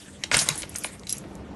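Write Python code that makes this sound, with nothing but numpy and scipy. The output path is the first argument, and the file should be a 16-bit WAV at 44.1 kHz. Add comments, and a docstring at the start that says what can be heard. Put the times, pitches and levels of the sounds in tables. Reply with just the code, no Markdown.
"""A hard-walled lobby: a thin metal letter box door is pushed shut with a clatter; the latch clicks
and a bunch of keys jingles while one turns in the lock. Far off, traffic and an engine's faint drone.
Door and keys are noise bursts plus decaying modes; rattle is random impulses in third-octave bands;
rustle and traffic are banded noise, the drone two wavering sines. A noise tail gives the lobby's echo."""
import sys
import numpy as np
from scipy import signal
from scipy.fft import rfft, irfft
from scipy.io import wavfile

SR = 44100
rng = np.random.default_rng(int(sys.argv[2]) if len(sys.argv) > 2 else 0)


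def field_ratio(decibels):
    """Amplitude ratio for a level in dB (20 dB per decade); scalars and array-likes work."""
    return 10 ** (np.asarray(decibels, dtype=float) / 20)


def master_out(mix):
    """Clip the mix to full scale and print it as 16-bit PCM to the path in sys.argv[1]."""
    frames = np.transpose(np.atleast_2d(mix))
    ceiling = np.clip(frames, -1, 1)
    pcm = np.round(ceiling * 32767).astype(np.int16)
    wavfile.write(sys.argv[1], SR, pcm)


N = 68355  # samples


def gain_curve(rows):
    """Interpolate (t/s, level/dB) rows to a gain per sample, silent outside their span."""
    time_s, level_db = np.transpose(rows)
    return field_ratio(np.interp(np.arange(N) / SR, time_s, level_db, left=-200, right=-200))


def rms_one(x):
    """Scale to rms 1."""
    return x / np.sqrt(np.mean(x ** 2) + 1e-20)


def drift(rate_hz):
    """Slow random wander, rms 1: white noise through a two-pole lowpass."""
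    pole = np.exp(-2 * np.pi * rate_hz / SR)
    noise = rng.standard_normal(N + SR)
    return rms_one(signal.lfilter([1], [1, -2 * pole, pole * pole], noise)[SR:])


def ring(t, hz, t60_s):
    """Exponentially decaying sine."""
    return np.sin(2 * np.pi * hz * t) * field_ratio(-60 * t / t60_s)


def bandpass(x, low_hz, high_hz):
    """Second-order Butterworth band design."""
    return signal.sosfilt(signal.butter(2, [low_hz, high_hz], "band", fs=SR, output="sos"), x)


def add(out, time_s, piece):
    """Mix a piece into out at time_s."""
    i = int(time_s * SR)
    out[i:i + len(piece)] += piece[:N - i]


def coloured(sources, spectrum, flicker_db):
    """Third-octave bands taken alternately from two sources, each levelled and flickering; rms 1."""
    out = 0
    edges_hz = 18 * 2 ** np.arange(0, 9.7, 1 / 3)
    hz, db = np.transpose(spectrum)
    for k, (low, high) in enumerate(zip(edges_hz, edges_hz[1:])):
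        band = bandpass(sources[k % 2], low, high)
        band_db = np.interp(np.log(low * high) / 2, np.log(hz), db)
        out = out + band * field_ratio(band_db + flicker_db * drift(10.6))
    return rms_one(out)


# far traffic level: [t/s, level/dB]
TRAFFIC_LEVEL = [(0, -50), (.4, -44.5), (1.1, -46), (1.3, -40.5), (1.55, -40)]
# traffic spectrum: [f/Hz, level/dB per Hz]
TRAFFIC_SPECTRUM = [(35, -10.5), (70, 5), (312, 0), (994, -12.5), (3160, -27.5), (12000, -47)]
# far engine's partials: [f/Hz, level/dB re traffic]
ENGINE_PARTIALS = [(199, -6), (298, -14)]


def street():
    """Traffic as banded noise; engine drone as sines wavering in level and phase."""
    t = np.arange(N) / SR
    drone = np.zeros(N)
    for hz, db in ENGINE_PARTIALS:
        level = field_ratio(db + 0.63 * drift(1.6)) * np.sqrt(2)
        cycles = hz * t + rng.random() + 0.026 * drift(7.1)
        drone += level * np.sin(2 * np.pi * cycles)
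    traffic = coloured(rng.standard_normal((2, N)), TRAFFIC_SPECTRUM, flicker_db=2.5)
    return gain_curve(TRAFFIC_LEVEL) * (traffic + drone)


LOBBY_T60_S, LOBBY_DB, WALL_CUT_HZ = .17, -13.5, 15500


def lobby(x):
    """Hard-wall echoes: convolution with lowpassed, decaying noise of unit energy."""
    t = np.arange(SR // 2) / SR
    onset = np.minimum(t / 0.0028, 1)
    echoes = rng.standard_normal(len(t)) * field_ratio(-60 * t / LOBBY_T60_S) * onset
    echoes = signal.sosfilt(signal.butter(1, WALL_CUT_HZ, fs=SR, output="sos"), echoes)
    return signal.fftconvolve(x, echoes / np.linalg.norm(echoes))[:N]


# hand and keys rub: [t/s, level/dB]
RUSTLE_LEVEL = [(0, -47), (.21, -53), (.60, -48.5), (.73, -48), (.89, -43), (.915, -51), (.955, -50),
                (.97, -56), (1.065, -57), (1.10, -44.5), (1.185, -50.5), (1.20, -56.5), (1.55, -70.5)]
# rustle spectrum: [f/Hz, level/dB per Hz]
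RUSTLE_SPECTRUM = [(900, -12), (2000, 0), (4000, -4.5), (9000, -4.5), (12500, -14.5)]


def rustle():
    """Hand and keys rubbing: flickering banded noise."""
    noise = rng.standard_normal((2, N))
    return gain_curve(RUSTLE_LEVEL) * coloured(noise, RUSTLE_SPECTRUM, flicker_db=4.5)


# door and keys shake after the slam: [t/s, level/dB]
RATTLE_LEVEL = [(.3135, -34.5), (.340, -20.5), (.362, -24.5), (.380, -24), (.392, -35.5), (.420, -29.5),
                (.445, -38.5), (.495, -31.5), (.570, -42), (.660, -46.5)]
# rattle spectrum: [f/Hz, level/dB per Hz]
RATTLE_SPECTRUM = [(200, 2), (800, 4.5), (2000, 3), (4500, 0.5), (9500, 4), (12500, -39.5)]
RATTLE_PER_S, RATTLE_GRAIN_DB = 9000, 3.5


def rattle():
    """Loose sheet metal and keys: dense random impulses of uneven size and sign."""
    size_db = RATTLE_GRAIN_DB * np.minimum(rng.exponential(1, (2, N)), 5)
    sizes = field_ratio(size_db) * rng.choice([-1, 1], (2, N))
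    touches = sizes * (rng.random((2, N)) < RATTLE_PER_S / SR) + 1e-18
    return gain_curve(RATTLE_LEVEL) * coloured(touches, RATTLE_SPECTRUM, flicker_db=3.0)


# keys strike, ring freely, then a finger or neighbour stops them:
# [t/s, level/dB, favoured f/Hz, free ringing/s]
KEY_CLINKS = [(0.368, -2, 8800, 0.003), (0.381, -1, 10800, 0.048), (0.384, -5.5, 9680, 0.061),
              (0.556, -17.5, 10550, 0.0039), (0.5773, -10.5, 10100, 0.035), (0.694, -17, 12400, 0.0086),
              (0.7436, -27.5, 8300, 0.0088), (0.759, -13.5, 9660, 0.019), (0.7844, -8, 11500, 0.012),
              (0.8368, -10, 9880, 0.036), (0.931, -27.5, 8570, 0.021), (1.07, -25.5, 3900, 0.0052),
              (1.094, -11.5, 4860, 0.021), (1.132, -22.5, 3860, 0.0057), (1.094, -7, 10730, 0.011),
              (1.104, -16, 7040, 0.018), (1.115, -21.5, 9700, 0.0032), (1.1256, -2.5, 10440, 0.0045),
              (1.1259, -21, 5970, 0.0085), (1.1259, -29, 7600, 0.0085), (1.1690, -24, 6800, 0.0022),
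              (1.181, -16, 11130, 0.0051), (1.181, -35, 8000, 0.007)]
# modes of the keys: [f/Hz, level/dB]
KEY_MODES = [(4000, -5), (5160, -9.5), (5800, -4), (6600, -7), (7600, -1), (8050, -3.5), (8620, -8),
             (9235, -3), (10235, -8), (11180, -14), (11960, -15)]
KEY_T60_S, STOPPED_T60_S, FAVOUR_HZ = 0.064, 0.021, 500
TICK_DB, TICK_T60_S = -6.5, 0.01
CHATTER_PER_S, CHATTER_DB = 2200, -18


def keys():
    """Each strike and its chatter excite a noise tick and the modes near a favoured pitch, then damp."""
    out = np.zeros(N)
    t = np.arange(4096) / SR
    for time_s, db, favoured_hz, free_s in KEY_CLINKS:
        luck_db = rng.normal(0, 1.5, len(KEY_MODES))
        modes = np.zeros(len(t))
        for (hz, mode_db), offset_db in zip(KEY_MODES, luck_db):
            nearness = np.exp(-.5 * ((hz - favoured_hz) / FAVOUR_HZ) ** 2)
            modes += nearness * field_ratio(mode_db + offset_db) * ring(t, hz, KEY_T60_S)
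        burst = rng.standard_normal(len(t)) * field_ratio(-60 * t / TICK_T60_S)
        tick = bandpass(burst, favoured_hz / 1.53, min(favoured_hz * 1.36, 14000))
        # keys keep touching while they ring freely
        chatter = field_ratio(CHATTER_DB) * rng.standard_normal(len(t))
        chatter *= (rng.random(len(t)) < CHATTER_PER_S / SR) * (t < free_s)
        touches = chatter + (t == 0)
        touches /= np.linalg.norm(touches)
        clink = signal.fftconvolve(touches, modes / 2 + field_ratio(TICK_DB) * tick)[:len(t)]
        damping = field_ratio(-60 * np.maximum(t - free_s, 0) / STOPPED_T60_S)
        add(out, time_s, field_ratio(db) * clink * damping)
    return out


# knocks on door and lock: [t/s, level/dB, centre f/Hz, spread/octaves, t60/s]
DOOR_KNOCKS = [(.2370, -9.5, 3980, 0.69, 0.021), (.2400, -33.5, 576, 0.63, 0.028),
               (0.3143, -9.5, 1880, 1.09, 0.023), (.3435, -4.5, 2400, 1.31, 0.04),
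               (0.3669, -5, 1440, 0.18, 0.015), (0.389, -9.5, 5240, 0.71, 0.12),
               (0.4881, -0.5, 7000, 1.44, 0.015), (0.5, -19.5, 2500, 0.17, 0.037),
               (0.6199, -21.5, 5260, 1, 0.035), (0.6317, -18, 2680, 0.62, 0.013),
               (0.636, -26, 880, 1.5, 0.018), (.7520, -29, 1570, 1.06, 0.092),
               (0.7593, -15.5, 6000, 0.33, 0.015), (0.8451, -12, 2440, 0.57, 0.012),
               (0.847, -21.5, 720, 0.53, 0.029), (0.995, -34, 6060, 0.51, 0.021),
               (1.0346, -30, 2800, 1.1, 0.0066), (1.0690, -28.5, 4750, 0.95, 0.042),
               (1.0878, -26, 6500, 1, 0.0082), (1.239, -38.5, 1260, 1.1, 0.091),
               (1.3534, -30.5, 8800, 0.66, 0.011)]
# modes of the door: [f/Hz, level/dB, longest t60/s]
DOOR_MODES = [(589, 1, 0.023), (956, -6, 0.019), (1440, -13.5, 0.045), (1647, -15, 0.0554),
              (2134, -7, 0.018), (2865, -16, 0.029), (3860, -10.5, 0.017)]
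# the box behind the door booms: [t/s, level/dB]
BOX_BOOMS = [(0.363, -17), (0.418, -26), (.505, -19)]
BOOM_HZ, BOOM_RISE_S, BOOM_T60_S = 148.7, 0.0047, 0.059
CRACK_DB = -8


def door():
    """Knocks: decaying noise crack around a centre pitch plus door modes near it; box: one low mode."""
    out = np.zeros(N)
    t = np.arange(8192) / SR
    bins_hz = np.maximum(np.fft.rfftfreq(len(t), 1 / SR), 1)
    for time_s, db, centre_hz, spread_oct, t60_s in DOOR_KNOCKS:
        def near(hz):
            return np.exp(-.5 * (np.log2(hz / centre_hz) / spread_oct) ** 2)

        noise = irfft(rfft(rng.standard_normal(len(t))) * near(bins_hz))
        crack = rms_one(noise) * field_ratio(CRACK_DB - 60 * t / t60_s)
        luck_db = rng.normal(0, 1.5, len(DOOR_MODES))
        rings = np.zeros(len(t))
        for (hz, mode_db, longest_s), offset_db in zip(DOOR_MODES, luck_db):
            level = near(hz) * field_ratio(mode_db + offset_db)
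            rise = 1 - np.exp(-t * hz)
            rings += level * rise * ring(t, hz, min(longest_s, 2 * t60_s))
        onset = np.minimum(t / 0.000074, 1)
        add(out, time_s, field_ratio(db) * onset * (crack + rings))
    for time_s, db in BOX_BOOMS:
        rise = 1 - np.exp(-t / BOOM_RISE_S)
        add(out, time_s, field_ratio(db) * rise * ring(t, BOOM_HZ, BOOM_T60_S))
    return out


def scene():
    """Door, keys and rattle with their echo, the rustle close by, the street behind; one channel."""
    near = door() + keys() + rattle()
    mix = near + field_ratio(LOBBY_DB) * lobby(near) + rustle() + street()
    return mix[None]


def band_limit(x):
    """A steep low-pass at the top of the band."""
    return signal.sosfilt(signal.butter(12, 13080, fs=SR, output="sos"), x)


STOPBAND_HZ, STOPBAND_DB = 12570, 60


def record(dry):
    """Cut the top with a steep lowpass."""
    lowpass = signal.cheby2(14, STOPBAND_DB, STOPBAND_HZ, fs=SR, output="sos")
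    mix = signal.sosfilt(lowpass, dry)
    return band_limit(mix)


dry = scene()
out = record(dry)
master_out(out)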